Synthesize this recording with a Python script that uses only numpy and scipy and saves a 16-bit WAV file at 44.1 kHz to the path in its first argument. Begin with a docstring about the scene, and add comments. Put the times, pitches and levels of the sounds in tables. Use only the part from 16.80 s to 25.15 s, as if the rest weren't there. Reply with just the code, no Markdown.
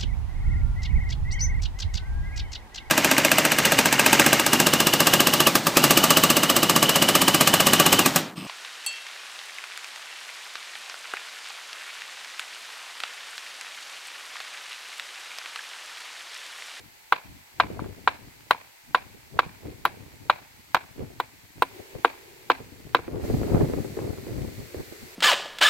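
"""An open field, stereo microphone close to a concrete post, in a light breeze and a soft background hiss.
From 0.3 s a hand hammer drives the post with fourteen evenly paced blows. Each is a short stony knock
with a crunch of grit, scattered back by rows of other posts; some set the steel head faintly ringing.
Two soft blows fall at 4.4 and 4.8 s, then the last three thud more as the post seats in the soil.
At 6.4 s the hiss steps up; gusts buffet the microphone ports hardest, over a far low drone, and ease."""
import sys
import numpy as np
from scipy import signal
from scipy.fft import rfft, irfft, next_fast_len
from scipy.io import wavfile
from scipy.ndimage import uniform_filter1d, minimum_filter1d

SR = 44100
rng = np.random.default_rng(int(sys.argv[2]) if len(sys.argv) > 2 else 0)


def to_wav(s):
    """Save 16-bit WAV."""
    ch = np.atleast_2d(s).T  # columns
    pcm = np.round(np.clip(ch, -1, 1) * 32767)  # PCM
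    wavfile.write(sys.argv[1], SR, pcm.astype(np.int16))


N = 368323
TIME = np.arange(N) / SR
CUTOFF_HZ = 16000

# hammer blows, light rebounds and two faint dull knocks near 1 s:
# t/s, force/dB, brightness/dB, main ring/dB, grit tick/dB
KNOCKS = [(0.3228, 1, 0, 1.5, -38), (0.7992, 2.5, -1, -0.5, -45), (0.836, -28, -10, 8, -70),
          (0.992, -18, -22, 0, -62), (1.042, -32, -9, -4, -75), (1.2748, 0.5, 1, 2.5, -46),
          (1.7081, 0.5, 1.5, 2.5, -35.5), (1.747, -30, -9, 12, -69), (2.1464, -0.5, 1.5, 1.5, -42.5),
          (2.5897, 2.5, -2, -0.5, -41), (2.631, -29, -3, 7, -70), (3.0519, -1.5, -1, 0, -37),
          (3.0694, -22.5, -11.5, 2.5, -63), (3.4975, 0.5, 1, 1, -43), (3.9455, -0.5, 1.5, 1.5, -38.5),
          (3.9660, -16.5, 3.5, 7.5, -50.5), (4.4, -12.5, 4, 8.5, -39.5), (4.8216, -8, 7, 9, -35.5),
          (5.2466, 2, -2.5, -1, -43), (5.6997, 0.5, 0, 2, -40), (6.1467, -0.5, 2.5, 2, -40.5),
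          (6.189, -28.5, -6, 2, -73)]
# modes of the post, heavily damped by the soil: f/Hz, level/dB, t60/s
POST_MODES = [(275, -30.5, 0.16), (352, -19.5, 0.05), (489.7, -19.5, 0.052), (769, -9, 0.016),
              (979, -4, 0.035), (1161, -5.5, 0.023), (1312, -1, 0.0077), (1590, -6, 0.024),
              (2064, -26.5, 0.025), (2260, -29.5, 0.055), (2360, -26.5, 0.061), (3054, -24.5, 0.022),
              (3650, -22, 0.014), (3866, -21, 0.021), (4360, -36, 0.035)]
# the post seats in firm soil and its thud grows: t/s, thud/dB
SEATING = [(4.5, -9), (5.25, 4), (6.15, 7.5)]
# spectra of concrete crushed under the face and of single grains snapping: f/Hz, level/dB
CRUNCH_SPECTRUM = [(300, -23), (600, 12), (1200, -5.5), (1800, 3), (2300, 4.5), (3000, 1), (4000, -0.5),
                   (5200, -18.5), (16000, -52)]
TICK_SPECTRUM = [(2500, -38), (4500, -11.5), (8200, 0), (9700, -19.5), (11500, -4.5), (14000, 5.5),
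                 (16000, -1.5)]
# modes of the steel head: f/Hz, t60/s
HEAD_MODES = [(8740, .08), (11130, .1), (13700, .016)]
# glancing contacts that ring the head: t/s, low mode/dB, middle mode/dB, high mode/dB
GLANCES = [(1.7075, -47, -44, -37), (2.1462, -55, -53, -48), (3.052, -70, -43.5, -24),
           (3.9458, -57.5, -58.5, -51), (4.8219, -41, -57, -46), (5.2468, -68, -53, -50)]
# close reflections off hands, body and ground: delay/s, level/dB
NEAR_ECHOES = [(.00148, -7.5), (.0087, -15)]
# spectrum of the knock as the field returns it: f/Hz, level/dB
SCATTER_SPECTRUM = [(300, -10), (700, 4), (1000, 6), (1250, -4), (1600, 2), (1900, -4.5), (2350, 3),
                    (3000, -10.5), (4200, -9.5), (5500, -24), (12000, -37)]
# distant echoes off other posts and the tree line: delay/s, level/dB
FAR_ECHOES = [(0.039, -44.5), (0.0925, -41.5)]
# breeze at the microphone, with lulls and a long swell after the last blow: t/s, level/dB
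BREEZE = [(0, -48), (0.22, -71.5), (0.75, -77.5), (0.88, -44), (1.35, -50.5), (1.85, -62), (1.98, -88),
          (2.15, -55), (2.77, -56), (3.08, -48.5), (3.55, -51), (3.68, -62), (4.3, -52), (4.62, -60),
          (5.6, -61.5), (6.12, -43.5), (6.255, -47), (6.33, -40), (6.6, -32.5), (7.4, -42.5), (8.35, -60.5)]
# single gusts that swell and die: peak t/s, level/dB, half-width/s, extra rasp/dB
GUSTS = [(0.528, -44.5, 0.092, -20), (0.975, -38, 0.2, 2.5), (1.484, -39, 0.015, -12),
         (2.111, -47, 0.056, -19), (2.348, -46.5, 0.023, 0), (2.556, -41.5, 0.034, 5),
         (2.658, -42, 0.073, -3.5), (2.887, -40.5, 0.097, 2.5), (4.221, -32.5, 0.059, -1),
         (4.31, -53.5, 0.016, 18.5), (4.789, -42, 0.04, -4), (5.001, -58.5, 0.028, 24.5),
         (5.168, -42, 0.042, 7), (5.83, -43, 0.049, -20), (6.362, -39.5, 0.08, 10),
         (6.546, -23, 0.031, -18), (6.575, -28, 0.13, -30), (6.772, -23, 0.08, 1.5),
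         (6.831, -19, 0.055, -8.5), (6.988, -24.5, 0.037, -3.5), (7.245, -38.5, 0.11, 10.5),
         (7.61, -33.5, 0.16, -3.5), (7.806, -36.5, 0.055, -5), (7.994, -32, 0.039, 3),
         (8.239, -43, 0.032, -18)]
# single eddies popping on the ports: t/s, level/dB
POPS = [(5.16, -44), (5.803, -34), (6.28, -29), (6.439, -29), (6.499, -22), (6.633, -26), (6.698, -24),
        (6.808, -16.5), (6.897, -24), (6.936, -22), (7.046, -28), (7.168, -25.5), (7.190, -26.5),
        (7.384, -34), (7.468, -33.5), (7.945, -28.5), (8.120, -37)]
# spectra of wind on the ports (turbulence, strong eddies, tiny eddies, pops): f/Hz, level/dB
BUFFET_SPECTRUM = [(25, -30), (55, -4), (105, 1), (175, -7.5), (300, -7), (450, -34), (700, -26),
                   (1200, -51.5), (6000, -75)]
RASP_SPECTRUM = [(150, -6), (400, 7), (600, -3), (900, -12.5), (1500, -22.5), (8000, -59)]
CRACKLE_SPECTRUM = [(300, -9), (800, -2), (1900, -5.5), (3000, -8.5), (6000, -26)]
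POP_SPECTRUM = [(120, -6), (400, 12), (900, -12), (1700, -18.5), (8000, -62)]
# background; the hiss steps up abruptly at 6.4 s, as when a recorder's noise suppression lets go:
# t/s, distant countryside/dB, hiss/dB, far drone/dB
AMBIENCE = [(0, -57.5, -55, -75.5), (4.75, -60, -55.5, -75.5), (4.95, -52.5, -52.5, -51),
            (6.38, -63, -55.5, -62.5), (6.46, -64, -46, -40.5), (7.4, -67, -49.5, -49),
            (8.35, -56, -48, -51.5)]
# spectra of those three layers: f/Hz, level/dB
COUNTRY_SPECTRUM = [(40, -3), (200, -18), (550, -10), (880, 1.5), (1250, -13), (1700, -11), (2300, -4),
                    (3000, -9.5), (6000, -20)]
HISS_SPECTRUM = [(300, -13), (1450, 1.5), (2050, 8), (3000, 0), (3600, 0), (4400, 3.5), (5300, -1),
                 (8200, -0.5), (9700, -7.5), (12000, -0.5), (16000, -5)]
DRONE_SPECTRUM = [(150, -49), (280, -9.5), (380, 1.5), (520, -8), (2000, -51.5)]


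def post_knock(force_db, bright_db, ring_db, spread_db=0.9, detune=0.013,
               thud_hz=650, main_hz=1000, bright_hz=2000, contact_hz=5200, lowest_hz=280):
    """Each blow lands on a slightly different spot, shifting the level and pitch of the modes."""
    starts = np.array(KNOCKS)[:, 0]
    softness = np.clip(-force_db / 4, 0, 1)  # fully soft at 4 dB under a square hit
    thud_db = np.interp(starts, *np.transpose(SEATING)) + 13 * softness  # soft blows thud more
    hz, db, t60 = np.transpose(POST_MODES)
    chance = rng.standard_normal((len(KNOCKS), 2, len(hz)))
    age = TIME[:SR // 4]
    decay = from_db(-60 * age / t60[:, None])
    signs = (-1) ** np.arange(len(hz))
    knocks = np.zeros(N)
    for k, start in enumerate(starts):
        bass_db = thud_db[k] / (1 + (hz / thud_hz) ** 6)
        treble_db = bright_db[k] / (1 + (bright_hz / hz) ** 4)
        main_db = ring_db[k] * np.exp(-(10 * np.log(hz / main_hz)) ** 2)
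        mode_db = force_db[k] + db + bass_db + treble_db + main_db + spread_db * chance[k, 0]
        pitch = hz * (1 + detune * chance[k, 1])
        modes = decay * np.sin(2 * np.pi * pitch[:, None] * age)
        first = round(start * SR)
        knocks[first:first + len(age)] += (signs * from_db(mode_db)) @ modes
    # the finite contact time dulls the top; a slim post radiates little bass
    return cut(cut(knocks, contact_hz, "low"), lowest_hz, "high")


def grit(force_db, bright_db, tick_db, crunch_db=-17, crunch_lag_s=0.002, grainy_db=1.5):
    """Grains snap at first touch, then crumble as the hammer face presses in."""
    crush = fade(clicks(from_db(force_db + bright_db + crunch_db), KNOCKS), t60=0.037)
    snap = fade(clicks(from_db(tick_db + 4.5), KNOCKS), t60=0.025)
    crunch = delayed(crush, crunch_lag_s) * noise(CRUNCH_SPECTRUM, alike=0.39)
    tick = snap * noise(TICK_SPECTRUM, alike=0.2)
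    return (crunch + tick) * from_db(grainy_db * drift(250))


def head_ring(uneven_db=2.5):
    """A glancing contact sets the steel head ringing thinly, a little differently at each port."""
    _, *mode_db = np.transpose(GLANCES)
    ports = np.zeros((2, N))
    for port in ports:
        for (hz, t60), db in zip(HEAD_MODES, mode_db):
            gains = from_db(db + uneven_db * rng.standard_normal(len(GLANCES)))
            port += ring(clicks(gains, GLANCES), hz, t60)
    return ports


def close_pickup(knock, dull_hz=4500, echo_skew_s=0.00003, pan_db=0.25):
    """Direct sound and close reflections; the left port hears them a little earlier and louder."""
    dull = cut(knock, dull_hz, "low", order=1)
    left = knock + echoes(dull, NEAR_ECHOES)
    right = delayed(knock + echoes(dull, NEAR_ECHOES, echo_skew_s), 2 / SR)
    return np.array([left, right]) * from_db([[pan_db], [-pan_db]])


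def field_scatter(force_db, early_db=-29, late_db=-42.5, first_return_s=0.0067, patchy_db=3.5):
    """Plants close by scatter the knock; rows of posts farther off return a thin, uneven tail."""
    impulses = clicks(from_db(force_db), KNOCKS)
    plants = from_db(early_db) * fade(impulses, t60=0.085)
    posts = from_db(late_db) * fade(impulses, t60=0.5)
    returns = delayed(plants + posts, first_return_s) * from_db(patchy_db * drift(70))
    return returns * noise(SCATTER_SPECTRUM, alike=0.052)


def far_echoes(knock, dull_hz=1500):
    """Dull single echoes from across the field."""
    return echoes(cut(knock, dull_hz, "low"), FAR_ECHOES)


def wind(buffet_db=-2, rasp_db=-4, lumpy_db=4.5, rasp_lumpy_db=3.5, grainy_db=3.5, lean_db=2.5):
    """Eddies hit each microphone port separately: a rumble leaning left, a rasp and a crackle."""
    rumble, rasp = airflow()
    eddies = np.array([drift(43) for port in range(2)])
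    buffet = rumble * from_db(buffet_db + lumpy_db * eddies) * noise(BUFFET_SPECTRUM, alike=0.045)
    flutter_db = rasp_lumpy_db * eddies + grainy_db * drift(135)
    rasping = rasp * from_db(rasp_db + flutter_db) * noise(RASP_SPECTRUM)
    return buffet * from_db([[lean_db], [-lean_db]]) + rasping + crackle(rumble)


def airflow(waver_db=1, full_gust_db=-28, rasp_growth=1.233):
    """Bell-shaped gusts add in power to the wavering breeze; the rasp grows faster than the rumble."""
    breeze_db, = in_time(BREEZE)
    flows = [(from_db(breeze_db + waver_db * drift(7.4)), 0)]
    for peak_s, db, width_s, extra_db in GUSTS:
        bell = np.exp(-np.minimum(2 * ((TIME - peak_s) / width_s) ** 2, 20))
        flows.append((from_db(db) * bell, extra_db))
    full = from_db(full_gust_db)
    rumble_power = sum(flow ** 2 for flow, _ in flows)
    rasp_power = sum((from_db(db) * (flow / full) ** rasp_growth) ** 2 for flow, db in flows)
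    return np.sqrt(rumble_power), full * np.sqrt(rasp_power)


def crackle(rumble, per_s=52, full_gust_db=-28, relative_db=-13, spread_db=1.5, growth=0.31):
    """Tiny eddies slap the ports at random, harder in a stronger flow."""
    sizes = from_db(spread_db * np.clip(rng.standard_normal(N), -2, 2))
    slaps = fade(sizes * (rng.random(N) < per_s / SR), t60=0.0045)
    strength = from_db(full_gust_db + relative_db) * (rumble / from_db(full_gust_db)) ** growth
    return strength * slaps * noise(CRACKLE_SPECTRUM, alike=0.22)


def eddy_pops(dull_hz=2600):
    """A small fast eddy slaps the ports and is gone."""
    slaps = fade(clicks(from_db(np.array(POPS)[:, 1]), POPS), t60=0.08)
    return cut(slaps * noise(POP_SPECTRUM, alike=0.057), dull_hz, "low", order=4)


def ambience():
    """Background hiss that steps up at 6.4 s, distant countryside and a far low drone."""
    country_db, hiss_db, drone_db = in_time(AMBIENCE)
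    hiss = from_db(hiss_db) * noise(HISS_SPECTRUM, alike=0.016)
    country = from_db(country_db) * noise(COUNTRY_SPECTRUM, alike=-0.3)
    drone = from_db(drone_db) * noise(DRONE_SPECTRUM, alike=0.33)
    return hiss + country + drone


def from_db(db):
    """Decibels to gain."""
    return 10 ** (np.asarray(db) / 20)


def rms_one(x):
    """Scale to unit power."""
    return x / np.sqrt(np.mean(x ** 2) + 1e-20)


def in_time(rows):
    """Each column of a timed curve at every sample."""
    times, *columns = np.transpose(rows)
    return [np.interp(TIME, times, column) for column in columns]


def cut(x, hz, kind, order=2):
    """Butterworth filter."""
    return signal.sosfilt(signal.butter(order, hz, kind, fs=SR, output="sos"), x + 1e-18)


def delayed(x, s):
    """The same sound, s seconds later."""
    return np.interp(TIME - s, TIME, x, left=0)


def echoes(x, paths, skew_s=0):
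    """One delayed, weaker copy for each path, summed."""
    return sum(from_db(db) * delayed(x, s + skew_s) for s, db in paths)


def drift(hz, step=40, warm_up=2000):
    """Random wander of rms 1, mostly slower than hz."""
    pole = np.exp(-2 * np.pi * hz * step / SR)
    white = rng.standard_normal(N // step + warm_up + 2)
    slow = signal.lfilter([1], [1, -2 * pole, pole * pole], white)[warm_up:]
    return np.interp(np.arange(N) / step, np.arange(len(slow)), rms_one(slow))


def noise(spectrum, alike=0):
    """Stereo noise of a given colour and left-right likeness; rms 1."""
    hz, db = np.transpose(spectrum)
    size = next_fast_len(N)
    grid = np.maximum(np.arange(size // 2 + 1) * SR / size, 1)
    gain = from_db(np.interp(np.log(grid), np.log(hz), db)) * (grid > 20) * (grid < CUTOFF_HZ)
    mid, side = irfft(rfft(rng.standard_normal((2, size))) * gain, size)[:, :N]
    return rms_one(np.sqrt(1 + alike) * mid + np.sqrt(1 - alike) * np.array([side, -side]))


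def clicks(gains, events):
    """One impulse for each row of an event table."""
    out = np.zeros(N)
    out[np.round(np.array(events)[:, 0] * SR).astype(int)] = gains
    return out


def ring(x, hz, t60):
    """A unit click sets a sine of height 1 ringing."""
    pole = np.exp(-np.log(1000) / (t60 * SR))
    angle = 2 * np.pi * hz / SR
    return signal.lfilter([0, np.sin(angle)], [1, -2 * pole * np.cos(angle), pole * pole], x + 1e-18)


def fade(x, t60):
    """Each click becomes an exponentially dying envelope."""
    return signal.lfilter([1], [1, -np.exp(-np.log(1000) / (t60 * SR))], x + 1e-18)


def scene(knock_db=-1.5):
    """Hammer and post up close, the field answering, wind on the microphone and ambience behind."""
    _, force_db, bright_db, ring_db, tick_db = np.transpose(KNOCKS)
    knock = from_db(knock_db) * close_pickup(post_knock(force_db, bright_db, ring_db))
    hammer = knock + grit(force_db, bright_db, tick_db) + head_ring()
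    return hammer + field_scatter(force_db) + far_echoes(knock[0]) + wind() + eddy_pops() + ambience()


def record(dry):
    """Behind the microphone, a fast limiter holds peaks to full scale and a steep filter cuts the top."""
    window = SR // 300
    gain = 1 / np.maximum(np.abs(dry).max(axis=0), 1)
    limited = dry * uniform_filter1d(minimum_filter1d(gain, window), window)
    return signal.sosfilt(signal.cheby2(14, 70, CUTOFF_HZ + 1000, fs=SR, output="sos"), limited)


dry = scene()
out = record(dry)
to_wav(out)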